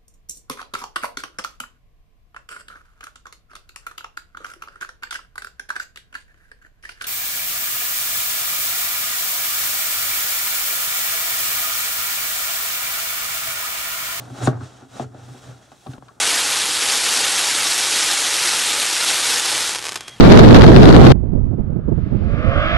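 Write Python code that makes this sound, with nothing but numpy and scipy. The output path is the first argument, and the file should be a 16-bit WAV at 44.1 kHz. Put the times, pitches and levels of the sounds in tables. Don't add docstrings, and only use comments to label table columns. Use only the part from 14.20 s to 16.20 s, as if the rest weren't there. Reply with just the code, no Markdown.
import sys
import numpy as np
from scipy import signal
from scipy.fft import rfft, irfft, next_fast_len
from scipy.io import wavfile
from scipy.ndimage import map_coordinates

SR = 44100
rng = np.random.default_rng(int(sys.argv[2]) if len(sys.argv) > 2 else 0)


def output_pcm(signal):
    pcm = np.clip(np.atleast_2d(signal).T, -1, 1) * 32767
    wavfile.write(sys.argv[1], SR, np.round(pcm).astype(np.int16))


N = 88200

# frequency in Hz, correlation.
STEREO_CORRELATION = [(100, 0.8), (400, 0.71), (1000, 0.48), (3000, 0.85), (8000, 0.77), (14000, 0.47)]
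# frequency in Hz, time to fall 60 dB (T60) in seconds.
ROOM_T60 = [(120, 0.41), (1000, 0.29), (4000, 0.38), (12000, 0.11)]
# frequency in Hz, gain in dB.
ROOM_SEND_GAIN = [(100, -19), (300, -13), (900, -18.5), (3000, -17.5), (10000, 3)]

# frequency in Hz, relative spectral density in dB.
ROOM_TONE_SPECTRUM = [(25, 5), (62, 22), (110, 23), (400, -2), (800, -29), (1500, -7), (2300, -35),
                      (7000, -2), (15000, -21)]
SWISH_SPECTRUM = [(4000, -2), (9000, 2.5), (11500, -3.5), (15500, -13)]
HISS_SPECTRUM = [(500, 2.5), (1500, 2), (2250, -5), (3400, -2), (4700, -5.5), (7000, -4), (9500, -11.5),
                 (11500, -23.5), (15500, -29)]
RASP_SPECTRUM = [(100, -33), (190, 1.5), (275, 1.5), (540, -1.5), (780, 3.5), (980, -8.5), (1380, -2.5),
                 (2100, -20.5), (5000, -51)]
CLICK_SPECTRUM = [(300, -4), (1900, -6), (2800, 0), (4100, -1), (5000, -11), (14000, -32)]

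# time in seconds, relative level in dB.
SWISH_ENVELOPE = [(0, -64), (.18, -59.5), (.27, -61), (.32, -98), (.68, -71), (.77, -59), (.89, -77),
                  (1.13, -60), (1.45, -70), (1.72, -59.5), (1.8, -71)]
BENCH_ENVELOPE = [(0, -36.5), (.05, -38.5), (.09, -46.5), (.13, -32), (.17, -49), (.24, -23), (.3, -27),
                  (.36, -30.5), (.405, -36), (.435, -32), (.49, -51), (.7, -60), (.75, -44.5), (.79, -66),
                  (.83, -36), (.93, -46), (1.08, -43), (1.12, -37), (1.17, -60), (1.23, -54), (1.3, -36),
                  (1.4, -55), (1.645, -72), (1.695, -30), (1.735, -46), (1.85, -55.5), (2, -66)]
DRAG_ENVELOPE = [(0, -48.5), (.04, -54.5), (.12, -54.5), (.21, -42), (.24, -37), (.275, -34), (.32, -60),
                 (.38, -61.5), (.44, -47), (.49, -54.5), (.62, -55.5), (.68, -63), (.76, -45.5), (.83, -47),
                 (.86, -62.5), (.9, -67), (1.02, -55), (1.3, -53.5), (1.4, -59.5), (1.56, -59), (1.74, -56),
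                 (1.795, -70.5), (1.85, -63), (2, -68.5)]
RUB_ENVELOPE = [(0, -42), (.05, -46), (.14, -49), (.2, -37.5), (.23, -30), (.27, -35), (.33, -36),
                (.39, -46.5), (.42, -40.5), (.5, -52), (.63, -48.5), (.68, -58.5), (.76, -43), (.83, -39.5),
                (.89, -59.5), (.95, -50), (1.2, -52), (1.3, -48), (1.42, -57.5), (1.62, -62), (1.72, -48.5),
                (1.8, -56), (1.86, -58.5), (2, -56.5)]
TEETH_ENVELOPE = [(.95, -8.5), (1.25, -7)]

# centre in Hz, width in Hz, relative level in dB.
BENCH_RUMBLE_BANDS = [(98.2, 40, -4.5), (137, 40, -11), (269, 28, -5)]
FUR_SQUEAK_BANDS = [(6930, 240, 1.5), (8100, 1200, -5), (9970, 340, -5.5)]

# frequency in Hz, relative level in dB, T60 in seconds.
BENCH_MODES = [(133.6, 7.5, 0.16), (251, 8, 0.11), (273.7, -1.5, 0.22), (330.3, -22, 0.41), (371, 5, 0.094),
               (428.6, -3, 0.13)]
LEVER_MODES = [(623, -4, 0.14), (708, 8, 0.039), (762, 4, 0.05), (862, -8, 0.11)]
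JAW_MODES = [(1129, 0, 0.093), (1238, 7.5, 0.039), (1340, 0, 0.097), (1460, 12, 0.022), (1622, -13.5, 0.18),
             (1825, 3, 0.018)]
TEETH_MODES = [(2630, -5, 0.031), (3350, 0, .026), (3605, -7, 0.017), (3858, 2, 0.042), (4230, -4, 0.045),
               (5690, -6.5, 0.0047)]

SLAM_CRACK_DB = -27.5
# start in seconds, gains of lever, bench, jaw and click in dB,
# factor on T60, left minus right in dB, frequency in Hz favoured by the struck spot.
IMPACTS = [ (.101, -40.5, -38, -45.5, -73, 1.1, 1.5, 783),
           (0.2725, -13.5, -9.5, -15.5, SLAM_CRACK_DB, 0.87, 5, 660),
           (0.408, -58, -34.5, -40, -56, 0.83, 5, 1280), (0.621, -50, -43.5, -50, -70, 1.4, 3.5, 283),
           (.796, -23.5, -25.5, -33.5, -46, 0.9, 5, 675), (0.805, -49, -33, -54, -52, 1.87, 4.5, 434),
           (.945, -35, -39.5, -70, -58.5, 0.54, 4, 620), (1.143, -49, -45, -68, -75, 1.7, 5.5, 810),
           (1.517, -42, -49.5, -43.5, -60, 0.97, 0.5, 840), (1.662, -36.5, -38, -54, -68, 0.93, 1.5, 787),
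           (1.667, -34.5, -34.5, -41, -47, 0.62, 7.5, 1150), (1.734, -42, -39.5, -47, -46, 1.1, 6.5, 1530),
           (1.78, -25.5, -23, -36, -56.5, 0.1, 9.5, 1720),
           (1.8235, -39.5, -39.5, -38, -58.5, 0.34, 6.5, 770),
           (1.883, -63, -79, -48, -50.5, 0.53, 10, 1490), (1.889, -55, -74, -38.5, -65, 0.48, 2, 1100)]
# frequency in Hz, left minus right in dB.
IMPACT_BALANCE = [(120, -5.5), (500, -6.5), (1100, 6), (2200, -10), (8000, -8.5)]
# frequency in Hz, lead of the left in radians.
IMPACT_PHASE_LEAD = [(150, -0.29), (700, 0.86), (1500, 0.95), (3000, -1.3)]


def amp(db):
    return 10 ** (np.asarray(db) / 20)


def unit_rms(x):
    return x / np.sqrt(np.mean(x ** 2) + 1e-20)


def at_frequency(points, hz):
    frequencies, values = np.transpose(points)
    return np.interp(np.log(hz + 1), np.log(frequencies + 1), values)


def envelope(points):
    return amp(np.interp(np.arange(N) / SR, *np.transpose(points)))


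def wobble(knots_per_s):
    return map_coordinates(rng.standard_normal(4096), [np.arange(N) * knots_per_s / SR], mode="wrap")


def filtered(x, response):
    size = next_fast_len(N + SR // 2)
    return irfft(rfft(x, size) * response(np.fft.rfftfreq(size, 1 / SR)), size)[..., :N]


def colour(points):
    return lambda hz: amp(at_frequency(points, hz))


def resonances(bands):
    return lambda hz: sum(amp(db) * (1j * hz * width / (centre ** 2 - hz ** 2 + 1j * hz * width)) ** 2
                          for centre, width, db in bands)


def noise(response):
    def mid_side_response(hz):
        angle = np.arccos(np.clip(at_frequency(STEREO_CORRELATION, hz), -1, 1)) / 2
        return response(hz) * np.array([np.cos(angle), np.sin(angle)])
    mid, side = filtered(rng.standard_normal((2, N)), mid_side_response)
    return unit_rms(np.array([mid + side, mid - side]))


def room_tone(level_db=-62):
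    return amp(level_db) * noise(colour(ROOM_TONE_SPECTRUM))


def reverberation(x):
    hz, t, spectra = signal.stft(rng.standard_normal((2, SR // 2)), SR, nperseg=256)
    decay = amp(-60 * t / at_frequency(ROOM_T60, hz)[:, None])
    tail = signal.istft(spectra * decay, SR, nperseg=256)[1]
    tail = np.pad(tail / np.linalg.norm(tail[0]), ((0, 0), (SR // 250, 0)))
    send = filtered(x.mean(0), colour(ROOM_SEND_GAIN))
    return signal.fftconvolve(send[None], tail, axes=1)[:, :N]


def fur_swish():
    return envelope(SWISH_ENVELOPE) * noise(colour(SWISH_SPECTRUM))


def bench_drone(lowest_mode_hz=123.7, wander_hz=2, waver_db=1, rumble_db=-6.5):
    phase = 2 * np.pi * np.cumsum(lowest_mode_hz + wander_hz * wobble(20.06)) / SR
    drone = unit_rms(np.sin(phase) * amp(waver_db * wobble(12)))
    rumble = amp(rumble_db) * noise(resonances(BENCH_RUMBLE_BANDS))
    return envelope(BENCH_ENVELOPE) * (drone + rumble)


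def fur_squeak(peak_s=0.251, sigma_s=0.011, peak_db=-34):
    swell = np.exp(-.5 * ((np.arange(N) / SR - peak_s) / sigma_s) ** 2)
    return amp(peak_db) * swell * noise(resonances(FUR_SQUEAK_BANDS))


def hide_scrape(hiss_gain_db=2.5, rasp_gain_db=1):
    hiss = unit_rms(noise(colour(HISS_SPECTRUM)) * amp(0.33 * wobble(700) + 1.6 * wobble(57.73)))
    teeth_bands = [(hz, np.log(1000) / (np.pi * t60), db) for hz, db, t60 in TEETH_MODES]
    teeth = envelope(TEETH_ENVELOPE) * noise(resonances(teeth_bands))
    rasp = unit_rms(noise(colour(RASP_SPECTRUM)) * amp(2 * wobble(260) + 1.6 * wobble(45)))
    sliding = envelope(DRAG_ENVELOPE) * (amp(hiss_gain_db) * hiss + teeth)
    rubbing = envelope(RUB_ENVELOPE) * amp(rasp_gain_db) * rasp
    return sliding + rubbing


def struck_modes(modes, t, t60_factor, favoured_hz, rise_cycles):
    lag_cycles = 0.68
    boost_db, boost_octaves = 8, 0.16
    out = 0
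    for hz, db, t60 in modes:
        age = np.maximum(t - lag_cycles / hz, 0)
        favour_db = boost_db * np.exp(-.5 * (np.log2(hz / favoured_hz) / boost_octaves) ** 2)
        start_db = db + favour_db + rng.standard_normal()
        decay = amp(start_db - 60 * age / (t60 * t60_factor))
        rise = 1 - np.exp(-age * hz / rise_cycles)
        out = out + decay * rise * np.sin(2 * np.pi * hz * age)
    return out / 2


def lever_knocks(click_hold_s=.004, click_t60_s=.009):
    out = np.zeros((2, N + SR))
    t = np.arange(SR // 2) / SR
    sides = np.array([[.5], [-.5]])
    click_fall_db = 60 * np.maximum(t - click_hold_s, 0) / click_t60_s
    for start_s, lever_db, bench_db, jaw_db, click_db, t60_factor, pan_db, favoured_hz in IMPACTS:
        jaw = amp(jaw_db) * struck_modes(JAW_MODES, t, t60_factor, favoured_hz, rise_cycles=1.4)
        lever = amp(lever_db) * struck_modes(LEVER_MODES, t, t60_factor, favoured_hz, rise_cycles=.9)
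        bench = amp(bench_db) * struck_modes(BENCH_MODES, t, t60_factor, favoured_hz, rise_cycles=.7)
        click = amp(click_db - click_fall_db) * noise(colour(CLICK_SPECTRUM))[:, :len(t)]
        start = round(start_s * SR)
        out[:, start:start + len(t)] += (jaw + lever + bench + click) * amp(sides * pan_db)

    def stereo_response(hz):
        balance = amp(sides * at_frequency(IMPACT_BALANCE, hz))
        return balance * np.exp(1j * sides * at_frequency(IMPACT_PHASE_LEAD, hz))
    return filtered(out[:, :N], stereo_response)


def scene():
    knocks = lever_knocks()
    return (knocks + reverberation(knocks) + hide_scrape() + fur_swish() + fur_squeak()
            + bench_drone() + room_tone())


def record(dry, low_cut_hz=37, top_hz=15700):
    return filtered(dry, lambda hz: (hz < top_hz) * hz ** 2 / np.sqrt(hz ** 4 + low_cut_hz ** 4))


dry = scene()
out = record(dry)
output_pcm(out)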